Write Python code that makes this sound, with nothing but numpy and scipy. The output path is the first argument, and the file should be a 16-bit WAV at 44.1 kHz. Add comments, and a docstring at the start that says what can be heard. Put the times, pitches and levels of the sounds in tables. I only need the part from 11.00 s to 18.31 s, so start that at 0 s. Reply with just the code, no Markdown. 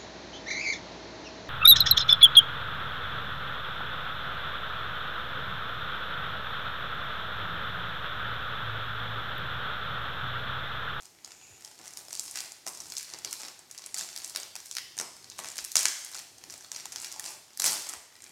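"""Opening a plastic mailer bag

Two hands pick at the taped flap of a plastic mailer bag on a carpet and tug it open, in a fairly live room.
Sharp snaps, some following each other in quick runs and some repeated by a flutter echo about 12 ms apart,
stand over tiny crinkles and sliding film; two hard pulls stand out. Each snap is a short push that rings a
small facet, the panel around it and the air in the bag. Early echoes, a diffuse tail and one low standing wave
form the room; faint noise and a whine lie beneath."""
import sys
import numpy as np
from scipy import signal
from scipy.fft import rfft, irfft
from scipy.io import wavfile
from scipy.ndimage import uniform_filter1d

SR = 44100
rng = np.random.default_rng(int(sys.argv[2]) if len(sys.argv) > 2 else 0)


def to_wav(sig):
    """Store sig (one row per channel, or 1-D mono) as 16-bit WAV at the path in sys.argv[1].

    Samples outside -1..1 are clipped; the rate is SR.
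    """
    pcm = np.clip(np.atleast_2d(sig), -1, 1) * 32767
    pcm = np.round(pcm).astype(np.int16)
    wavfile.write(sys.argv[1], SR, pcm.T)  # frames by channels


N = 322371
TIME = np.arange(N) / SR  # s
FRAME = 1024  # samples in the impulse response of one patch of film
FRAME_S = np.arange(FRAME) / SR
FRAME_HZ = np.arange(FRAME // 2 + 1) * SR / FRAME + 1  # 1 Hz up, to avoid division by zero

# Spectrum of the background noise. Each row: frequency in Hz, relative density in dB.
NOISE_SPECTRUM = [(25, -17), (50, -8), (100, 3.5), (220, -1), (350, 3.5), (560, -4.5), (750, -3),
                  (1100, -8.5), (3100, -6.5), (6200, -2.5), (11000, -9), (16000, -13.5)]
NOISE_DB = -60  # mean level, about which it wavers
WHINE_HZ, WHINE_DB = 12306, -74.5

# Diffuse tail of the room by band. Each row: centre in Hz, 60 dB decay time in s, level in dB.
ROOM_BANDS = [(144, 0.4, 7.5), (530, 0.65, 1), (1510, 0.7, 1), (3500, 0.78, 0.5), (6370, 0.68, -3),
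              (9900, 0.6, -2.5), (15800, 0.6, -0.5)]
# Early echoes from nearby surfaces. Each row: delay in s, level in dB.
EARLY_ECHOES = [(.0028, -25), (.0093, -13), (0.012, -34)]
ROOM_MODE_HZ, ROOM_MODE_T60, ROOM_MODE_DB = 360, 0.29, -17  # Hz, s, dB

# Bumps of the parcel on the carpet. Each row: start in s, level in dB, starting pitch in Hz.
PARCEL_BUMPS = [(0.5, -57, 132), (2.13, -68, 190), (2.244, -69, 181), (4.615, -61, 84.3),
                (5.335, -66, 139.9), (6.955, -61, 102)]

# Puffs of the slack bag giving under a hand. Each row: start in s, level in dB.
SLACK_PUFFS = [(.795, -24.5), (1.666, -24), (2.138, -23), (2.248, -22), (2.43, -24.5), (2.475, -30.5),
               (3.999, -19), (4.011, -20), (6.645, -23), (6.675, -18.5)]
PUFF_HZ, PUFF_Q, PUFF_DECAY_S = 410, 0.31, 0.028

# Narrow resonances excited by fingers dragging over the taut flap. Each row: frequency in Hz, Q, level in dB.
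DRAG_RESONANCES = [(2550, 5.3, -69.5), (6900, 9.9, -61)]
DRAG_START_S, DRAG_LENGTH_S = .16, .52

# Resonances of the film: sharp crease edge, panel, air pocket, slack of the whole bag.
EDGE_HZ, EDGE_Q, EDGE_DB = 9200, 0.98, -20  # dB relative to the facet, in crinkles and sliding
PANEL_HZ, PANEL_Q = 1980, 0.77
POCKET_HZ, POCKET_Q = 815, 0.94
SLACK_HZ, SLACK_Q, SLACK_DB = 380, 0.57, -10.5  # dB relative to the air pocket

# Pushes and pulls of the hands on the film. Each row: start in s, length in s, effort in dB,
# central facet ring in Hz, panel and air pocket in dB relative to the facet; crinkles shift the pocket slightly.
HAND_GRIPS = [(0, .05, -54, 5800, -11, -13), (0.242, .1, -61, 5880, -7, -7), (.6, .15, -58, 6200, -9, -14),
              (0.796, .14, -54, 6300, -9.5, -13), (.97, .04, -49, 6540, -14.5, -11),
              (1.1, .22, -49, 6700, -15.5, -18.5), (1.358, .03, -41, 6400, -7.5, -18),
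              (1.44, .06, -55, 6560, -10, -8.5), (1.675, .012, -44, 6670, -21, -19),
              (1.746, .2, -51.5, 6140, -16, -17.5), (1.975, .035, -45, 5800, -13, -34),
              (2.06, .13, -53.5, 6000, -4.5, -7), (2.26, .1, -47.5, 5860, -25, -15.5),
              (2.4, .07, -48, 6100, -8, -13), (2.72, .17, -56.5, 5570, -5.5, -13),
              (2.97, .05, -40.5, 5860, -15.5, -14.5), (3.1, .21, -52.5, 6300, -9.5, -16),
              (3.35, .06, -47, 5400, -8.5, -10), (3.582, .19, -52.5, 6360, -26, -24),
              (4.28, .07, -56.5, 5400, -10, -20), (4.385, .13, -49.5, 6060, -8.5, -12.5),
              (4.561, .05, -48, 6100, -15, -21), (4.66, .06, -52, 7000, -13, -35),
              (4.775, .025, -33, 6600, -11.5, -26), (4.879, .24, -52, 6500, -11, -18),
              (5.145, .045, -46, 6300, -10.5, -13.5), (5.52, .12, -53, 6240, -12, -12),
              (5.73, .07, -48, 6100, -9, -15), (5.93, .14, -48.5, 5900, -8, -16.5),
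              (6.11, .08, -53, 5930, -10, -6.5), (6.235, .075, -44.5, 6640, -11.5, -13.5),
              (6.54, .04, -57, 5000, -20, -20), (6.655, .023, -27, 6700, -16, -17),
              (6.71, .045, -40, 6500, -10, -12), (6.865, .05, -45, 6400, -5.5, -10.5),
              (7.13, .18, -59, 6080, -4.5, -15.5)]
GRIP_ATTACK_DB_PER_S, GRIP_RELEASE_DB_PER_S = 620, 290
# Hands lying on the bag between grips. The one row: effort in dB, central facet ring in Hz,
# panel and air pocket in dB relative to the facet; crinkles shift the pocket slightly.
RESTING_HANDS = (-74, 5802, 4, -1)

# Sharp snaps of the film, including flutter echoes that repeat a snap about 12 ms later. Each row: start in s,
# level in dB, facet ring in Hz, crease edge in dB, panel in dB and air pocket in dB relative to the facet, all
# dB before common offsets.
FILM_SNAPS = [(0.0556, -23, 6800, -16, -10, -29), (.2469, -16, 5800, -28, -21, -19),
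              (.319, -22, 5470, -27, -7, -15), (0.6487, -15.5, 6000, -16, -29, -40),
              (.879, -17, 6330, -20, -29, -28), (.936, -20.5, 6400, -20, -27, -32),
              (0.9722, -15.5, 5670, -2.5, -14, -17), (1.084, -23.5, 5640, -7, -9, -7),
              (1.1096, -23, 7450, -25, -5, -17), (1.1294, -9.5, 6840, -25, -18, -18.5),
              (1.1522, -11, 6080, -14, -30, -24), (1.173, -18, 6170, -25, -31, -30),
              (1.1956, -4, 6600, -30, -35, -27), (1.3115, -13, 7800, -25, -30, -23),
              (1.3572, -10.5, 6040, -25, -8, -30), (1.3738, -17.5, 4870, 0, 0, -29),
              (1.388, -12, 5100, -25, -16, -23), (1.405, -9.5, 5400, -9, -16, -20),
              (1.5203, -18.5, 6500, -10, -14, -15), (1.6664, -13, 6100, -7, -5, -6.5),
              (1.6753, -12.5, 6300, -9, -8, -8.5), (1.6822, -11, 6800, -25, -13, -25),
              (1.748, -25, 6700, -14, -12, -14), (1.7737, -20, 6500, -20, -21, -33),
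              (1.803, -15, 6000, -16, -23, -13), (1.8167, -32.5, 6300, -20, -8, -14),
              (1.8573, -24, 6300, -17, -10, -12), (1.901, -16.5, 6360, -25, -25, -25),
              (1.9218, -13, 5300, -11, -10, -20), (1.938, -24, 6400, 0, -3, -23),
              (1.9526, -21, 5700, -6, -13, -23), (1.9682, -8, 5400, -27, -27, -35),
              (1.9756, -14, 6200, -25, -14, -27), (1.982, -9, 6700, -25, -31, -42),
              (2.029, -21.5, 7150, 2, -10, -34), (2.101, -20.5, 5200, -22, -14, -32),
              (2.1374, -12.5, 5400, -25, -16, -14), (2.1876, -20, 6293, -6, -22, -17),
              (2.248, -6, 5463, -13.5, -12, -25), (2.3103, -17, 6800, -18, -16, -38),
              (2.3285, -8.5, 6900, -4.5, -9.5, -41), (2.3378, -20, 6500, -10, -10, -38),
              (2.4178, -16, 6550, -14, -18, -39), (2.4336, -17, 6000, -25, -4.5, -9),
              (2.4837, -17, 5630, -14, -6, -16), (2.592, -23, 7200, -22.5, -43, -10),
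              (2.7126, -18, 6260, -6, -16, -23), (2.726, -30, 6800, -4, -19, -26),
              (2.7787, -16, 5560, -13, -35, -30), (2.7863, -18.5, 5600, -25, -23, -26),
              (2.8207, -23, 5900, -25, -27, -36), (2.8413, -23, 5900, -16, -28, -33),
              (2.8621, -13, 7500, -22, -17, -21), (2.9442, -5.5, 6800, -28, -12.5, -22),
              (2.9497, -18, 7000, -25, -17, -38), (2.9738, -17, 7600, -5, -5, -32),
              (2.9825, -9, 7200, -25, -28, -24), (2.9863, -10, 6500, -17, -25, -40),
              (2.9933, -10, 6500, -25, -13, -28), (3.0107, -10.5, 6600, -27, -9, -34),
              (3.089, -18.5, 5900, -25, -4, -30), (3.1629, -13.5, 5160, -5, -10, -16),
              (3.176, -13.5, 5330, -6, -15, -22), (3.1864, -18, 7000, -13, -25, -25),
              (3.246, -8.5, 6500, -24, -31, -28), (3.26, -20, 7500, -9, -30, -36),
              (3.2775, -23, 5600, 2, -24, -28), (3.297, -19, 5500, -1.5, -28, -30),
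              (3.3508, -20, 6800, -15, -5, -10), (3.3609, -5.5, 4760, -6, -7.5, -17),
              (3.3728, -13, 4600, -4, -19, -27), (3.4007, -15.5, 6720, -23, -15, -13),
              (3.4327, -15, 5800, -30, -17, -26), (3.5548, -14.5, 5700, -6, -8, -14.5),
              (3.563, -14.5, 5600, -9, -8, -17), (3.6025, -21, 5960, -25, -9, -26),
              (3.6587, -20.5, 6900, -3, -11, -25), (3.7128, -11.5, 5700, -11, -16, -22),
              (3.7264, -19, 5760, -17, -20, -28), (3.752, -13.5, 5690, -8, -11, -35),
              (3.7684, -7, 4900, -9, -5.5, -35), (3.784, -10, 4860, -10, -1.5, -32),
              (3.9688, -21, 6900, -10, -19, -9), (3.9787, -13.5, 6920, -16, -7, -14),
              (3.9883, -5, 5830, -24, -15.5, -18), (3.9995, -7, 7040, -23, -5, -8.5),
              (4.0122, -7, 6800, -25, -21, -8), (4.1666, -25, 6800, -12, -20, -16),
              (4.2268, -30, 5650, -22, -17, -16), (4.244, -21, 5300, -20, -18, -12),
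              (4.3, -17, 5870, -16, -31, -33), (4.385, -19, 5600, -20, -22, -24),
              (4.3904, -13.5, 8040, -18, -0.5, -4.5), (4.395, -23, 7900, -11, 0, 2),
              (4.3996, -17, 6540, -28, -18, -26), (4.4375, -20, 6100, -14, -6, -28),
              (4.4453, -18.5, 6200, -15, 3, -5), (4.458, -19, 5200, -13, -3, -16),
              (4.4772, -18, 6100, -25, -23, -30), (4.4865, -13, 6650, -25, -30, -30),
              (4.5015, -18, 6900, -18, -17, -17), (4.5175, -19, 6900, -16, -21, -14),
              (4.5575, -21, 7300, -5, -10, -18), (4.569, -20, 7400, -3, -5, -20),
              (4.5817, -10, 5750, -7, -15, -22), (4.588, -11, 5330, -25, -2, -10.5),
              (4.6006, -22, 6300, -20, -14, -31), (4.643, -17, 6900, -4, -24, -24),
              (4.6484, -12.5, 6500, 0, -11, -31), (4.7181, -13, 6340, -3, -28, -32),
              (4.7257, -21, 6900, -10, -28, -36), (4.7561, 7, 6800, -23, -8.5, -21),
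              (4.7681, 8, 6120, -27, -22, -24), (4.781, -2, 6000, -25, -27, -28),
              (4.7926, -3, 6860, -18, -15, -22), (4.831, -6.5, 6485, -5, -26, -26),
              (4.8555, 7, 6150, -27, -7, -21.5), (4.8839, -5, 6200, -25, -24, -32),
              (5.048, -15.5, 7000, -2, -23, -33), (5.1466, -14, 5660, -23, -13, -33),
              (5.152, -15.5, 6150, -18, -5, -20), (5.1664, -20, 6800, -10, -11, -19),
              (5.1911, -19.5, 6100, -5, -3.5, -32), (5.3829, -24.5, 6900, -29, -27, -37),
              (5.439, -21, 5260, -10, -4.5, -12.5), (5.4994, -19, 5460, -28, -9, -36),
              (5.5049, -20, 6000, -14, -22, -36), (5.509, -25, 7300, -8, -20, -34),
              (5.5248, -20, 6470, -18, -20, -27), (5.5396, -19, 6350, -28, -8, -15),
              (5.579, -25, 6800, -13, -22, -28), (5.7174, -9, 6400, -28, -11.5, -16.5),
              (5.7468, -19, 6200, -19, -26, -35), (5.762, -11.5, 5450, -25, -25, -34),
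              (5.7808, -27, 5800, -17, -21, -24), (5.8054, -20, 6100, -27, -11, -24),
              (5.8564, -12, 6410, -10, -11, -11.5), (5.9218, -15, 6640, -14, -12, -20),
              (5.926, -18.5, 6500, -14, -8, -17), (5.9601, -8.5, 5570, -17, -10.5, -17),
              (5.9833, -18, 5400, -28, -19, -36), (6.0013, -18, 7570, -27, -27, -26),
              (6.017, -15.5, 7580, -25, -27, -30), (6.0251, -19, 7000, -8, -25, -15),
              (6.046, -12.5, 5100, -5.5, -6, -38), (6.06, -19, 5800, -13, -10, -40),
              (6.0698, -23, 6500, -16, -3, -17), (6.0826, -24, 6400, -28, -24, -34),
              (6.1176, -16, 6060, -30, -26, -38), (6.125, -15, 6360, -6, -27, -28),
              (6.1965, -12, 6350, -1, -7, -36), (6.2417, -16, 5530, -10, -7, -23),
              (6.2614, -16, 5490, -15, -14, -26), (6.2697, -25, 6400, -22, -14, -12),
              (6.5743, -18.5, 6060, 1.5, -10, -33), (6.5975, -7, 7660, -15, -20, -28),
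              (6.5999, -4, 5460, -2.5, -10, -15.5), (6.6193, -12, 7400, -12, -23, -30),
              (6.6206, -4, 5540, -4, -10.5, -16), (6.6425, 1.5, 8600, -25, -7.5, -24),
              (6.6544, -6, 7400, -10, -14, -24), (6.661, -4, 6000, 0.5, -10, -13),
              (6.666, -3.5, 5500, -6, -16, -27), (6.6783, -11, 8200, -12, -20, -26),
              (6.721, -11, 8000, -6, -9, -29), (6.731, -9.5, 8000, -8, -16, -19),
              (6.8223, -17, 6490, -14, -11, -29), (6.89, -10, 7560, -18, -27, -29),
              (6.895, -10.5, 7200, -27, -24, -18), (6.937, -14, 7410, -31, -6, -4),
              (7.2214, -22, 7300, -24, -21, -31), (7.2412, -20.5, 6900, -10, -10.5, -22)]

CEILING = 1.25  # amplitude at which the microphone saturates
MIC_HZ, TOP_HZ = 12840, 15900  # gentle roll-off, steep cut


def undb(db):
    """Amplitude ratio of a level in dB."""
    return 10 ** (np.asarray(db) / 20)


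def unit(x):
    """Normalization: scale to an rms of 1."""
    return x / np.sqrt(np.mean(np.abs(x) ** 2))


def add(out, at_s, sound):
    """Superposition: mix a sound in at a time."""
    start = max(int(at_s * SR), 0)
    part = out[start:start + len(sound)]
    part += sound[:len(part)]


def walk(rate):
    """Smoothed random process: levels held for 1 / rate s and slewed twice, with a spread near 1."""
    hold = int(SR / rate)
    steps = np.repeat(rng.standard_normal(N // hold + 1), hold)
    slewed = uniform_filter1d(uniform_filter1d(steps, hold), hold)
    return unit(slewed)[:N]


def resonance(hz, q):
    """Damped resonance: a broad, steep-sided power response with a mean of 1."""
    detuning = FRAME_HZ / hz - hz / FRAME_HZ
    return unit(1 / (1 + (q * detuning) ** 2)) ** 2


def ring(power):
    """Minimum phase: the causal impulse response that has this power spectrum, by folding its cepstrum."""
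    cepstrum = irfft(np.log(power + 1e-7) / 2)
    cepstrum[1:FRAME // 2] *= 2
    cepstrum[FRAME // 2 + 1:] = 0
    return irfft(np.exp(rfft(cepstrum)))


def background():
    """Stationary noise shaped by its spectrum and wavering slightly, plus a thin, high, unsteady whine."""
    hz, db = np.transpose(NOISE_SPECTRUM)
    bins_hz = np.arange(N // 2 + 1) * SR / N + 1
    shape = undb(np.interp(np.log(bins_hz), np.log(hz), db))
    noise = irfft(rfft(rng.standard_normal(N)) * shape, N)
    whine = np.sin(2 * np.pi * np.cumsum(WHINE_HZ + 22 * walk(150)) / SR)
    return undb(NOISE_DB + 2.02 * walk(6.8)) * unit(noise) + undb(WHINE_DB) * unit(whine)


def room_tail(build_s=0.0061):
    """Diffuse reverberation: noise that builds up in milliseconds and decays at its own rate in each band."""
    t = TIME[:SR]
    bins_hz = np.arange(SR // 2 + 1) + 1
    noise = rfft(rng.standard_normal(SR))
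    centres = np.log(np.array(ROOM_BANDS)[:, 0])
    tail = 0
    # overlapping triangular bands on a logarithmic frequency axis
    for share, (_, t60, db) in zip(np.eye(len(ROOM_BANDS)), ROOM_BANDS):
        band = irfft(noise * np.interp(np.log(bins_hz), centres, share))
        fade = np.exp(-np.log(1000) * t / t60) * (1 - np.exp(-(t / build_s) ** 2))
        tail = tail + undb(db) * band * fade / np.linalg.norm(fade)
    return tail


def room_mode():
    """Standing wave: a low, exponentially damped sine as an impulse response."""
    t = TIME[:SR]
    mode = np.sin(2 * np.pi * ROOM_MODE_HZ * t) * np.exp(-np.log(1000) * t / ROOM_MODE_T60)
    return undb(ROOM_MODE_DB) * mode / np.linalg.norm(mode)


def bumps(swell_s=0.018, sink_s=0.07):
    """Low-frequency thuds of the filled bag: short swells that sink in pitch as it settles."""
    out, t = np.zeros(N), TIME[:SR // 8]
    swell = (t / swell_s * np.exp(1 - t / swell_s)) ** 2
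    for at_s, db, hz in PARCEL_BUMPS:
        cycles = np.cumsum(hz * np.exp(-t / sink_s)) / SR
        add(out, at_s, undb(db) * swell * np.sin(2 * np.pi * cycles))
    return out


def flaps():
    """Heavily damped resonance: a decaying noise burst gives a short, dull puff of the slack film."""
    out, t = np.zeros(N), TIME[:SR // 8]
    for at_s, db in SLACK_PUFFS:
        burst = rng.standard_normal(len(t)) * np.exp(-t / PUFF_DECAY_S)
        puff = signal.fftconvolve(burst, ring(resonance(PUFF_HZ, PUFF_Q)))
        add(out, at_s, undb(db) * puff / np.linalg.norm(puff))
    return out


def drag(waver_db=3):
    """Friction noise through narrow resonances: a hollow hiss swells and fades as fingers cross the flap."""
    swell = np.sin(np.pi * np.clip((TIME - DRAG_START_S) / DRAG_LENGTH_S, 0, 1))
    hiss = 0
    for hz, q, db in DRAG_RESONANCES:
        rub = rng.standard_normal(N)
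        hiss = hiss + undb(db) * signal.oaconvolve(rub, ring(resonance(hz, q)))[:N]
    return hiss * swell * undb(waver_db * walk(24))


def film(facet_hz, edge_db, panel_db, pocket_db, facet_q=1.61, size_spread=0.19, wrinkle_db=3.0):
    """Sum of resonances: power spectrum of one patch, from facet, crease edge, panel, air pocket and slack."""
    # a larger patch has a lower panel, pocket and slack
    size = np.exp(size_spread * (2 * rng.random() - 1))
    parts = [(facet_hz, facet_q, 0),
             (EDGE_HZ, EDGE_Q, edge_db),
             (PANEL_HZ / size, PANEL_Q, panel_db),
             (POCKET_HZ / size, POCKET_Q, pocket_db),
             (SLACK_HZ / size, SLACK_Q, pocket_db + SLACK_DB)]
    body = sum(undb(db) ** 2 * resonance(hz, q) for hz, q, db in parts)
    # wrinkles give every patch narrow peaks of its own
    ripple = rng.standard_normal(len(FRAME_HZ))
    wrinkles = unit(uniform_filter1d(uniform_filter1d(ripple, size=5), size=5))
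    return unit(undb(wrinkle_db * wrinkles)) ** 2 * body


def handling():
    """Addition of powers: grips build quickly, hold and let go slower; colours average by their power.

    Returns the effort in dB, facet ring in Hz, and panel and air pocket in dB, over time."""
    powers, colours = [np.full(N, undb(RESTING_HANDS[0]) ** 2)], [RESTING_HANDS[1:]]
    for start_s, length_s, db, *colour in HAND_GRIPS:
        before_db = GRIP_ATTACK_DB_PER_S * (start_s - TIME)
        after_db = GRIP_RELEASE_DB_PER_S * (TIME - start_s - length_s)
        below_db = np.clip(np.maximum(before_db, after_db), 0, 100)
        powers.append(undb(db - below_db) ** 2)
        colours.append(colour)
    total = sum(powers)
    return 10 * np.log10(total), *(np.transpose(colours) @ np.array(powers) / total)


def sliding(hands, slide_db=-10.5, stick_db=3.5, hiss_q=1.0, fizz_hz=13500, fizz_q=2.2, fizz_db=-5,
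            rub_hz=150, rub_db=-12, size=2048):
    """Friction noise: film catches and slips over film and palm, its colour shifting from patch to patch."""
    effort_db, facet_hz, panel_db, pocket_db = hands
    touch = np.sin(np.pi * np.arange(size) / size)
    hiss = np.zeros(N)
    # half-overlapping touches, each on a new patch
    for i in range(0, N, size // 2):
        patch = film(facet_hz[i], EDGE_DB, panel_db[i], pocket_db[i], facet_q=hiss_q, wrinkle_db=3.5)
        fizz = undb(fizz_db) ** 2 * resonance(fizz_hz, fizz_q)
        palm_rub = undb(pocket_db[i] + rub_db) ** 2 * resonance(rub_hz, SLACK_Q)
        rub = touch * rng.standard_normal(size)
        add(hiss, i / SR, signal.fftconvolve(rub, ring(patch + fizz + palm_rub)))
    return hiss * undb(effort_db + slide_db + stick_db * walk(90))


def buckle(crunch_db, run_s=0.0021, bounce_s=0.00131, bounce_db=-9.5):
    """Impulsive excitation: a crease flips with a tick, the fold runs on, and the tick bounces off the parcel."""
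    push = rng.standard_normal(FRAME) * np.exp(-FRAME_S / run_s)
    push /= np.linalg.norm(push)
    push[int(bounce_s * SR * rng.uniform(.85, 1.15))] += undb(bounce_db)
    push *= undb(crunch_db)  # scales both the run and the bounce
    push[0] += 1
    # the push is broadband: its energy is spread evenly, apart from fine ripple
    power = np.abs(rfft(push)) ** 2
    whitening = ring(1 / uniform_filter1d(power, size=70))
    return signal.fftconvolve(push, whitening)[:FRAME]


def crinkles(hands, spread_db=5, facet_spread=0.32, pocket_gain_db=-1, count=1100):
    """Random point process: tiny buckles in facets of many sizes come thicker as the hands work harder."""
    effort_db, facet_hz, panel_db, pocket_db = hands
    density = undb(.75 * effort_db)
    density *= count / density.sum()  # buckles per sample
    # one buckle per unit of accumulated density, with jitter
    places = np.arange(count) + 2 * rng.random(count) - 1
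    moments = np.interp(places, np.cumsum(density), np.arange(N)).astype(int)
    strengths = unit(undb(spread_db * np.minimum(rng.exponential(size=count), 2.6)))
    sizes = np.exp(facet_spread * (2 * rng.random(count) - 1))
    out = np.zeros(N)
    for i, strength, size in zip(moments, strengths, sizes):
        tone = ring(film(facet_hz[i] / size, EDGE_DB, panel_db[i], pocket_db[i] + pocket_gain_db))
        # crowded buckles are weaker, so that their summed power follows the effort
        gain = strength * undb(effort_db[i]) / np.sqrt(density[i])
        add(out, i / SR, gain * irfft(rfft(tone) * rfft(buckle(-4.5))))
    return out


def snaps(gain_db=0.42, edge_gain_db=2.5, panel_gain_db=-2.0, pocket_gain_db=-2, crunch_db=-5.5,
          crunch_slope=0.26, room_db=-4.5, tick_lead_s=0.00091, tick_db=-18):
    """Impulsive radiation: loud snaps, the harder the cleaner, each with a weak tick just before it.

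    Returns the near sound and the sound sent into the room."""
    direct, sent = np.zeros(N), np.zeros(N)
    for at_s, db, facet_hz, edge_db, panel_db, pocket_db in FILM_SNAPS:
        colour = facet_hz, edge_db + edge_gain_db, panel_db + panel_gain_db, pocket_db + pocket_gain_db
        tone = undb(db + gain_db) * ring(film(*colour, wrinkle_db=2.0))
        add(direct, at_s - tick_lead_s * rng.uniform(0.35, 2.0), undb(tick_db) * tone)
        add(direct, at_s, signal.fftconvolve(buckle(crunch_db - crunch_slope * db), tone))
        # the film radiates a different mix of its peaks towards the walls
        add(sent, at_s, undb(db + gain_db + room_db) * ring(film(*colour)))
    return direct, sent


def scene(crinkle_room_db=-2):
    """Superposition of near sound, its early echoes, the room's response to the film, and the background."""
    direct, sent = snaps()
    hands = handling()
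    bed = crinkles(hands) + sliding(hands) + drag()
    near = direct + bed + flaps() + bumps()
    into_room = sent + undb(crinkle_room_db) * bed
    room = signal.oaconvolve(into_room, room_tail() + room_mode())[:N]
    out = near + room + background()
    for delay_s, db in EARLY_ECHOES:
        add(out, delay_s, undb(db) * near)
    return out[None]


def record(dry):
    """Saturation and band limits: the microphone rounds hard snaps and rolls off; a steep filter cuts the top."""
    rounded = CEILING * np.tanh(dry / CEILING)
    soft = signal.sosfilt(signal.butter(2, MIC_HZ, fs=SR, output="sos"), rounded)
    return signal.sosfilt(signal.ellip(10, .2, 80, TOP_HZ, fs=SR, output="sos"), soft)


dry = scene()
out = record(dry)
to_wav(out)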